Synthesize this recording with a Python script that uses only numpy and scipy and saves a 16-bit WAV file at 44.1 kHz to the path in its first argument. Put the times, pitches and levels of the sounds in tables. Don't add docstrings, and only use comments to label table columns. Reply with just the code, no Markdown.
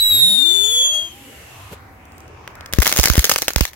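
import sys
import numpy as np
from scipy import signal
from scipy.fft import rfft, irfft
from scipy.io import wavfile
from scipy.ndimage import uniform_filter1d

SR = 44100
rng = np.random.default_rng(int(sys.argv[2]) if len(sys.argv) > 2 else 0)


def voltage_ratio(level):
    return 10 ** (np.asarray(level, float) / 20)


def wav_record(signal):
    frames = np.transpose(np.atleast_2d(signal))
    bounded = np.clip(frames, -1, 1)
    quanta = np.round(bounded * 32767).astype(np.int16)
    wavfile.write(sys.argv[1], SR, quanta)


N = 165375
TIME_S = np.arange(N) / SR
LEFT_ONLY = np.array([[1], [0]])


def curve(table, col=1):
    a = np.array(table, float)
    return np.interp(TIME_S, a[:, 0], a[:, col])


def colour(x, points):
    a = np.array(points, float)
    hz = np.maximum(np.arange(1025) * SR / 2048, 1)
    log_gain = np.interp(np.log(hz), np.log(a[:, 0]), a[:, 1]) * np.log(10) / 20
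    cepstrum = irfft(log_gain)
    cepstrum[1:1024] *= 2
    cepstrum[1025:] = 0
    response = irfft(np.exp(rfft(cepstrum)))
    return signal.fftconvolve(x, response[None], axes=1)[:, :N]


def walk(rate):
    hold = int(SR / rate)
    steps = np.repeat(rng.standard_normal(N // 20), hold)[:N]
    return 1.3 * uniform_filter1d(uniform_filter1d(steps, hold), hold)


def sides(pan_db):
    angle = np.arctan(voltage_ratio(-np.asarray(pan_db)))
    return np.sqrt(2) * np.array([np.cos(angle), np.sin(angle)])


def bands(points, own_hz, flicker_db):
    hz = np.fft.rfftfreq(N, 1 / SR)
    a = np.array(points, float)
    shape = voltage_ratio(np.interp(np.log(hz + 1), np.log(a[:, 0]), a[:, 1]))
    mid, side = rfft(rng.standard_normal((2, N))) * shape
    side = side * hz / np.hypot(hz, own_hz)
    both = np.array([mid + side, mid - side])
    out = 0
    for octave in np.arange(4.5, 14.5, .5):
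        weight = np.cos(np.pi * np.clip(np.log2(hz + 1) - octave, -.5, .5)) ** 2
        out = out + irfft(weight * both, N) * voltage_ratio(flicker_db * walk(6.7))
    return out / out.std()


# start_s [s], pitch_hz [Hz]
WHISTLE_PITCH = [(0, 3936), (.09, 3900), (.115, 3824), (.19, 3784), (.25, 3735), (.3, 3722), (.37, 3670),
                 (.43, 3601), (.54, 3534), (.69, 3469), (.74, 3413), (.82, 3381), (.89, 3350), (.94, 3269),
                 (.98, 3293), (1.05, 3235), (1.14, 3133), (1.25, 3000)]
# start_s [s], level_db [dB], left_over_right_db [dB], left_lead_rad [rad]
WHISTLE_LEVEL = [(0, -14.5, 1, 0.1), (.04, -12, -7.5, -4), (.08, -15, 0, -5), (.11, -11, 5, -7),
                 (.14, -14, .9, -7.5), (.2, -14.5, -9, -7.5), (.23, -8, -9, -10), (.27, -12.5, -1.5, -11),
                 (.33, -14, 6, -11.5), (.41, -12.5, 32, -8.5), (.62, -14, 24, -7.5), (.7, -17, 8, -6.5),
                 (.74, -16, 4, -8), (.82, -13.5, -1.5, -8), (.89, -17.5, -6, -9.5), (.94, -19.5, 9, -12),
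                 (.98, -19, 7, -11.5)]
# multiple [of pitch], level_column [in OVERTONE_LEVEL], trim_db [dB],
# early_left_lead_rad [rad], late_left_lead_rad [rad]
WHISTLE_OVERTONES = [
    (2, 1, 0, -2.6, -2.6),
    (3, 2, 0, .4, -2.4),
    (4, 2, -13, 2.0, 2.0),
]
# start_s [s], second_db [dB], third_db [dB]
OVERTONE_LEVEL = [(0, -32, -29), (.15, -27, -21), (.36, -35, -27), (.45, -29, -34.5), (.55, -24.5, -32),
                  (.68, -26.5, -31), (.76, -25, -28), (.86, -25.5, -33.5), (.97, -30, -37.5),
                  (1.09, -46, -66), (1.2, -91, -95)]


def whistle():
    fades_s, fade_db_s = 0.99, -125
    drop_s, drop_db, stub_s = 1.078, -12, .055
    wobble, flutter_db, breath_db = .0018, .9, -22
    lead_turns_s = 0.42

    waver = 1 + wobble * (.3 * walk(30) + 1.79 * walk(200))
    phase = 2 * np.pi * np.cumsum(curve(WHISTLE_PITCH) * waver) / SR
    fading_s = np.maximum(TIME_S - fades_s, 0) - np.clip(TIME_S - drop_s, 0, stub_s)
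    level_db = curve(WHISTLE_LEVEL) + fade_db_s * fading_s

    tone = np.sin(phase + LEFT_ONLY * curve(WHISTLE_LEVEL, 3))
    tone = tone * sides(curve(WHISTLE_LEVEL, 2)) * voltage_ratio([flutter_db * walk(150), flutter_db * walk(220)])
    tone = tone * voltage_ratio(drop_db * np.clip((TIME_S - drop_s) / 0.017, 0, 1))
    breath = []
    for _ in "LR":
        in_step, off_step = walk(110) + walk(500), walk(110) + walk(500)
        breath.append(in_step * np.sin(phase) + off_step * np.cos(phase))
    tone = tone + voltage_ratio(breath_db) * np.array(breath)
    tone = tone * voltage_ratio(level_db - 400 * np.maximum(TIME_S - drop_s - stub_s, 0))

    turn = np.clip((TIME_S - lead_turns_s) / 0.039 + .5, 0, 1)
    port_db = 3.4 * np.array([[1], [-1]])
    for multiple, col, trim_db, early, late in WHISTLE_OVERTONES:
        drift = voltage_ratio([1.5 * walk(25) + 1.5 * walk(90), 2.5 * walk(25) + 1.5 * walk(90)])
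        lead = early + (late - early) * turn
        strength = voltage_ratio(curve(OVERTONE_LEVEL, col) + trim_db + port_db) * drift
        tone = tone + strength * np.sin(multiple * phase + LEFT_ONLY * lead)
    return np.sqrt(2) * tone


# start_s [s], level_db [dB]
JET_LEVEL = [(0, -34.5), (.34, -34), (.85, -37), (1.05, -40.5), (1.62, -41.5), (1.712, -42.5), (1.733, -37),
             (1.762, -48), (1.83, -56), (1.89, -59), (1.925, -70), (2.0, -80)]
# pitch_hz [Hz], level_db [dB]
JET_TONE = [(300, -9), (1200, -7.5), (2900, 0), (5000, -8), (7200, -4.5), (9000, -8), (13000, 1.5),
            (16000, -11)]


def jet():
    puff_s, puff_len_s, puff_db, puff_hz = 1.728, .012, -32, 320
    fizzle_db, fizzle_db_s = -53.5, -60

    puff_band = signal.butter(2, [puff_hz / 2, puff_hz * 2], "band", fs=SR, output="sos")
    puff = signal.sosfilt(puff_band, rng.standard_normal(N))
    puff = voltage_ratio(puff_db) * puff / puff.std() * np.exp(-((TIME_S - puff_s) / puff_len_s) ** 2)
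    hiss = bands(JET_TONE, 900, 1.2)
    fizzle = np.diff(hiss, 2, prepend=0, append=0)
    fizzle = fizzle * voltage_ratio(fizzle_db + fizzle_db_s * np.maximum(TIME_S - puff_s, 0))
    return hiss * voltage_ratio(curve(JET_LEVEL)) + fizzle + puff


# start_s [s], level_db [dB], low_part_db [dB]
FIRST_STARS = [(2.736, -11, -7), (2.7873, -14, -5), (2.8028, -15.5, -7.5), (2.82, -8, -10),
               (2.822, -11, -7), (2.8269, -10.5, -5), (2.832, -12, -13.5), (2.8482, -13.5, -28),
               (2.858, -15, 0), (2.8618, -12, -6), (2.8682, -5.5, -6), (2.8765, -3.5, -12),
               (2.892, -24, -16), (2.895, -14.5, -8.5), (2.9168, -16, -2), (2.9259, -4, -1.5),
               (2.938, -16, -9), (2.9591, -20.5, -26), (2.9634, -11.5, -8.5), (2.972, -7.5, -13.5),
               (2.9791, -8, -11.5), (2.9875, -5.5, -13.5), (2.991, -13.5, -9), (2.998, -5, -6.5),
               (3.012, -13.5, -14), (3.026, -22, -10.5), (3.0328, -6, -13.5), (3.0393, 0.5, -9.5),
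               (3.0505, -21, 1), (3.0588, -6, -21.5)]
# start_s [s], level_db [dB], low_part_db [dB]
LATER_STARS = [(3.074, -20, 5), (3.0841, -10.5, -9.5), (3.1002, -4.5, -6), (3.136, -14.5, -10),
               (3.143, -21, -4.5), (3.155, -13.5, -2.5), (3.1682, -17.5, -4), (3.1726, -13, -21),
               (3.1796, -9, -0.5), (3.1939, -5, -12), (3.2455, -3, -7.5), (3.2533, -6.5, -18),
               (3.2662, -16.5, -55), (3.2954, 2.5, -9.5), (3.3016, -10.5, -11.5), (3.3155, -5, -3.5),
               (3.32, -6, -12.5), (3.3384, -11.5, -22), (3.3606, -8, -2), (3.3813, -12.5, -22),
               (3.3859, -10, -16.5), (3.4205, -8, -12.5), (3.4258, -16, -1.5), (3.4823, -3.5, -4.5),
               (3.4899, -17, -9), (3.505, -20.5, -1), (3.5352, -18.5, -17), (3.5609, -6.5, -1.5),
               (3.6087, -7.5, -3.5), (3.653, -14, -5.5)]


def swarm():
    scatter_s, level_db, spread_db = .014, -26, 3
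    stars = np.repeat(np.r_[FIRST_STARS, LATER_STARS], 4, axis=0)
    chance = rng.random((len(stars), 3))
    start_s = stars[:, 0] + .003 - scatter_s * np.log(chance[:, 0] + .02)
    spark_db = stars[:, 1] + level_db - spread_db * np.log(chance[:, 1] + .08)
    return np.c_[start_s, spark_db, -14 * chance[:, 2]]


# start_s [s], level_db [dB], low_part_db [dB]
FUSE_TICKS = [(2.0545, -41.5, -25), (2.1213, -43, -20), (2.1817, -37.5, -20), (2.205, -39, -11),
              (2.280, -45, -16), (2.477, -33.5, 6.5), (2.5544, -37, -3), (2.6092, -39.5, 9),
              (2.6606, -29, -2), (2.727, -20.5, -5.5), (2.772, -36, 3), (3.057, -1, -3.5),
              (3.193, -12, -10), (3.2428, -5, -7), (3.473, -29.5, -10), (3.5825, -19, -1.5),
              (3.663, -34, -16), (3.7335, -34, -2.5), (3.741, -41, -1.5)]
# pitch_hz [Hz], level_db [dB]
SNAP_TONE = [(280, -9), (520, -3.5), (900, -6.5), (1900, -3), (3000, -6.5), (6500, 0.5), (8500, -10),
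             (11500, -6.5), (16000, -6)]


def snaps():
    burst_s, bounce_s, bounce_db = 0.0013, 0.0023, -12
    likeness = 0.62
    split_hz, port_lag = 2880, 4

    u = np.arange(256) / SR
    direct = np.exp(-((u - 0.00092) / (burst_s / 2)) ** 4)
    bounce = np.exp(-((u - (0.0011 + bounce_s)) / (burst_s * 0.74)) ** 4)
    envelope = direct + voltage_ratio(bounce_db) * bounce
    low, high = np.zeros((2, 2, N + 256))
    for start_s, level_db, low_db in np.r_[FUSE_TICKS, FIRST_STARS, LATER_STARS, swarm()]:
        noise = rng.standard_normal((2, 3, 256))
        noise = np.sqrt(likeness) * noise[:, :1] + np.sqrt(1 - likeness) * noise[:, 1:]
        noise = noise * envelope
        noise = noise / np.sqrt((noise[..., :66] ** 2).sum(2, keepdims=True) / 40)
        i = int((start_s - .001) * SR)
        low[:, i:i + 256] += voltage_ratio(level_db + low_db + 10.0) * noise[0]
        high[:, i:i + 256] += voltage_ratio(level_db) * noise[1]
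    low = signal.sosfilt(signal.butter(2, split_hz, "low", fs=SR, output="sos"), low)
    high = signal.sosfilt(signal.butter(2, split_hz, "high", fs=SR, output="sos"), high)
    near = colour(low + high, SNAP_TONE) * voltage_ratio(7.0)
    near[1] = np.roll(near[1], port_lag)
    return near


# start_s [s], level_db [dB]
HEDGE_ANSWER = [(2.7, -5), (2.8, 0), (2.85, 0), (2.885, 3), (2.93, -5), (2.98, -1), (3.03, -3), (3.07, -2),
                (3.11, 1), (3.2, -1), (3.25, -5), (3.3, -4), (3.37, -4), (3.42, -3), (3.49, -9), (3.56, -3),
                (3.61, 2), (3.75, 0)]


def hedges(near):
    v = np.arange(SR // 3) / SR

    def decay(t60_s):
        return voltage_ratio(-60 * v / t60_s)

    def unit(envelope):
        return envelope / np.sqrt((envelope ** 2).sum())

    hedge = voltage_ratio(-15) * unit((1 - np.exp(-(v / .022) ** 2)) * decay(0.12))
    verge = voltage_ratio(-16) * unit(decay(.016))
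    field = voltage_ratio(-29) * unit(decay(.45))
    tail = np.hypot(hedge + verge, field)
    leaves = voltage_ratio(5.5 * walk(377)[:len(v)]) * rng.standard_normal((2, len(v)))
    far = signal.fftconvolve(near * voltage_ratio(curve(HEDGE_ANSWER)), tail * leaves, axes=1)[:, :N]
    return colour(far, [(500, -9.5), (2000, 0.5), (3100, 3), (5000, 3.5), (9000, -1.5), (16000, 7)])


def crackle():
    near = snaps()
    return near + hedges(near)


# start_s [s], level_db [dB], left_over_right_db [dB]
SHOCKS = [
    (2.737, -27, 30),
    (2.786, -2.5, 13),
    (2.9898, -7.5, -23),
    (3.1007, -7.5, -42),
    (3.1788, -3.5, 1.5),
    (3.5613, -11, -13),
    (3.587, -31, -23),
    (3.609, -8, -13.5),
]


def thumps():
    ring_hz, ring_s = 55.1, 0.017
    sweep_turns, sweep_s = 0.34, 0.0022
    port_lag = 20

    u = np.arange(4000) / SR
    sweep = np.exp(-u / sweep_s)
    ring = np.cos(2 * np.pi * (ring_hz * u + sweep_turns * (1 - sweep)))
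    ring = ring * np.exp(-((u - .008) / ring_s) ** 2)
    ring = ring * np.minimum(u / 0.000097, 1) * (1 + 1.46 * sweep)
    out = np.zeros((2, N + 4000))
    for start_s, level_db, pan_db in SHOCKS:
        i = int(start_s * SR)
        out[:, i:i + 4000] += voltage_ratio(level_db) * sides(pan_db)[:, None] * ring
    return np.array([out[0, :N], np.roll(out[1], port_lag)[:N]])


# start_s [s], level_db [dB]
ROAD_LEVEL = [(0, -49.5), (1.9, -41.5), (2.15, -41.5), (2.6, -38.5), (3.75, -48)]
# pitch_hz [Hz], level_db [dB]
ROAD_TONE = [(30, -16.5), (80, 3), (190, -14), (300, -9.5), (1000, -16), (2200, -19), (3100, -36),
             (10000, -43.5)]


def road():
    drone_hz, sag_hz_s, drone_db = 802, -40.5, -55.5
    pitch_hz = drone_hz + sag_hz_s * (TIME_S - 1) + 14 * walk(40)
    drone = np.sin(2 * np.pi * np.cumsum(pitch_hz) / SR)
    fade_out_db = 60 * np.maximum(TIME_S - 2.5, 0)
    fade_in_db = 35 * np.maximum(1.25 - TIME_S, 0)
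    drone = drone * voltage_ratio(drone_db + 5.0 * walk(16) - fade_out_db - fade_in_db)
    return bands(ROAD_TONE, 730, 3.9) * voltage_ratio(curve(ROAD_LEVEL)) + drone


# start_s [s], pitch_hz [Hz], level_db [dB]
TUBE_BREATH = [(1.05, 3150, -75), (1.2, 3000, -51), (1.55, 2650, -49.5), (1.72, 2580, -55),
               (1.77, 2550, -75)]


def tube():
    phase = 2 * np.pi * np.cumsum(curve(TUBE_BREATH)) / SR
    breath = [walk(500) * np.sin(phase) + walk(500) * np.cos(phase) for _ in "LR"]
    return voltage_ratio(curve(TUBE_BREATH, 2)) * np.array(breath)


def scene():
    return whistle() + jet() + crackle() + thumps() + road() + tube()


def top_cut(x):
    return signal.sosfilt(signal.butter(12, 16480, fs=SR, output="sos"), x)


def record(dry):
    camera_sr, top_hz = 48000, 16000
    camera = np.clip(signal.resample_poly(dry, 160, 147, axis=1), -1, 1)
    picked = camera[:, np.arange(N) * camera_sr // SR]
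    heard = signal.sosfilt(signal.ellip(6, .3, 40, top_hz, fs=SR, output="sos"), picked)
    mix = np.clip(heard, -1, 1)
    return top_cut(mix)


dry = scene()
out = record(dry)
wav_record(out)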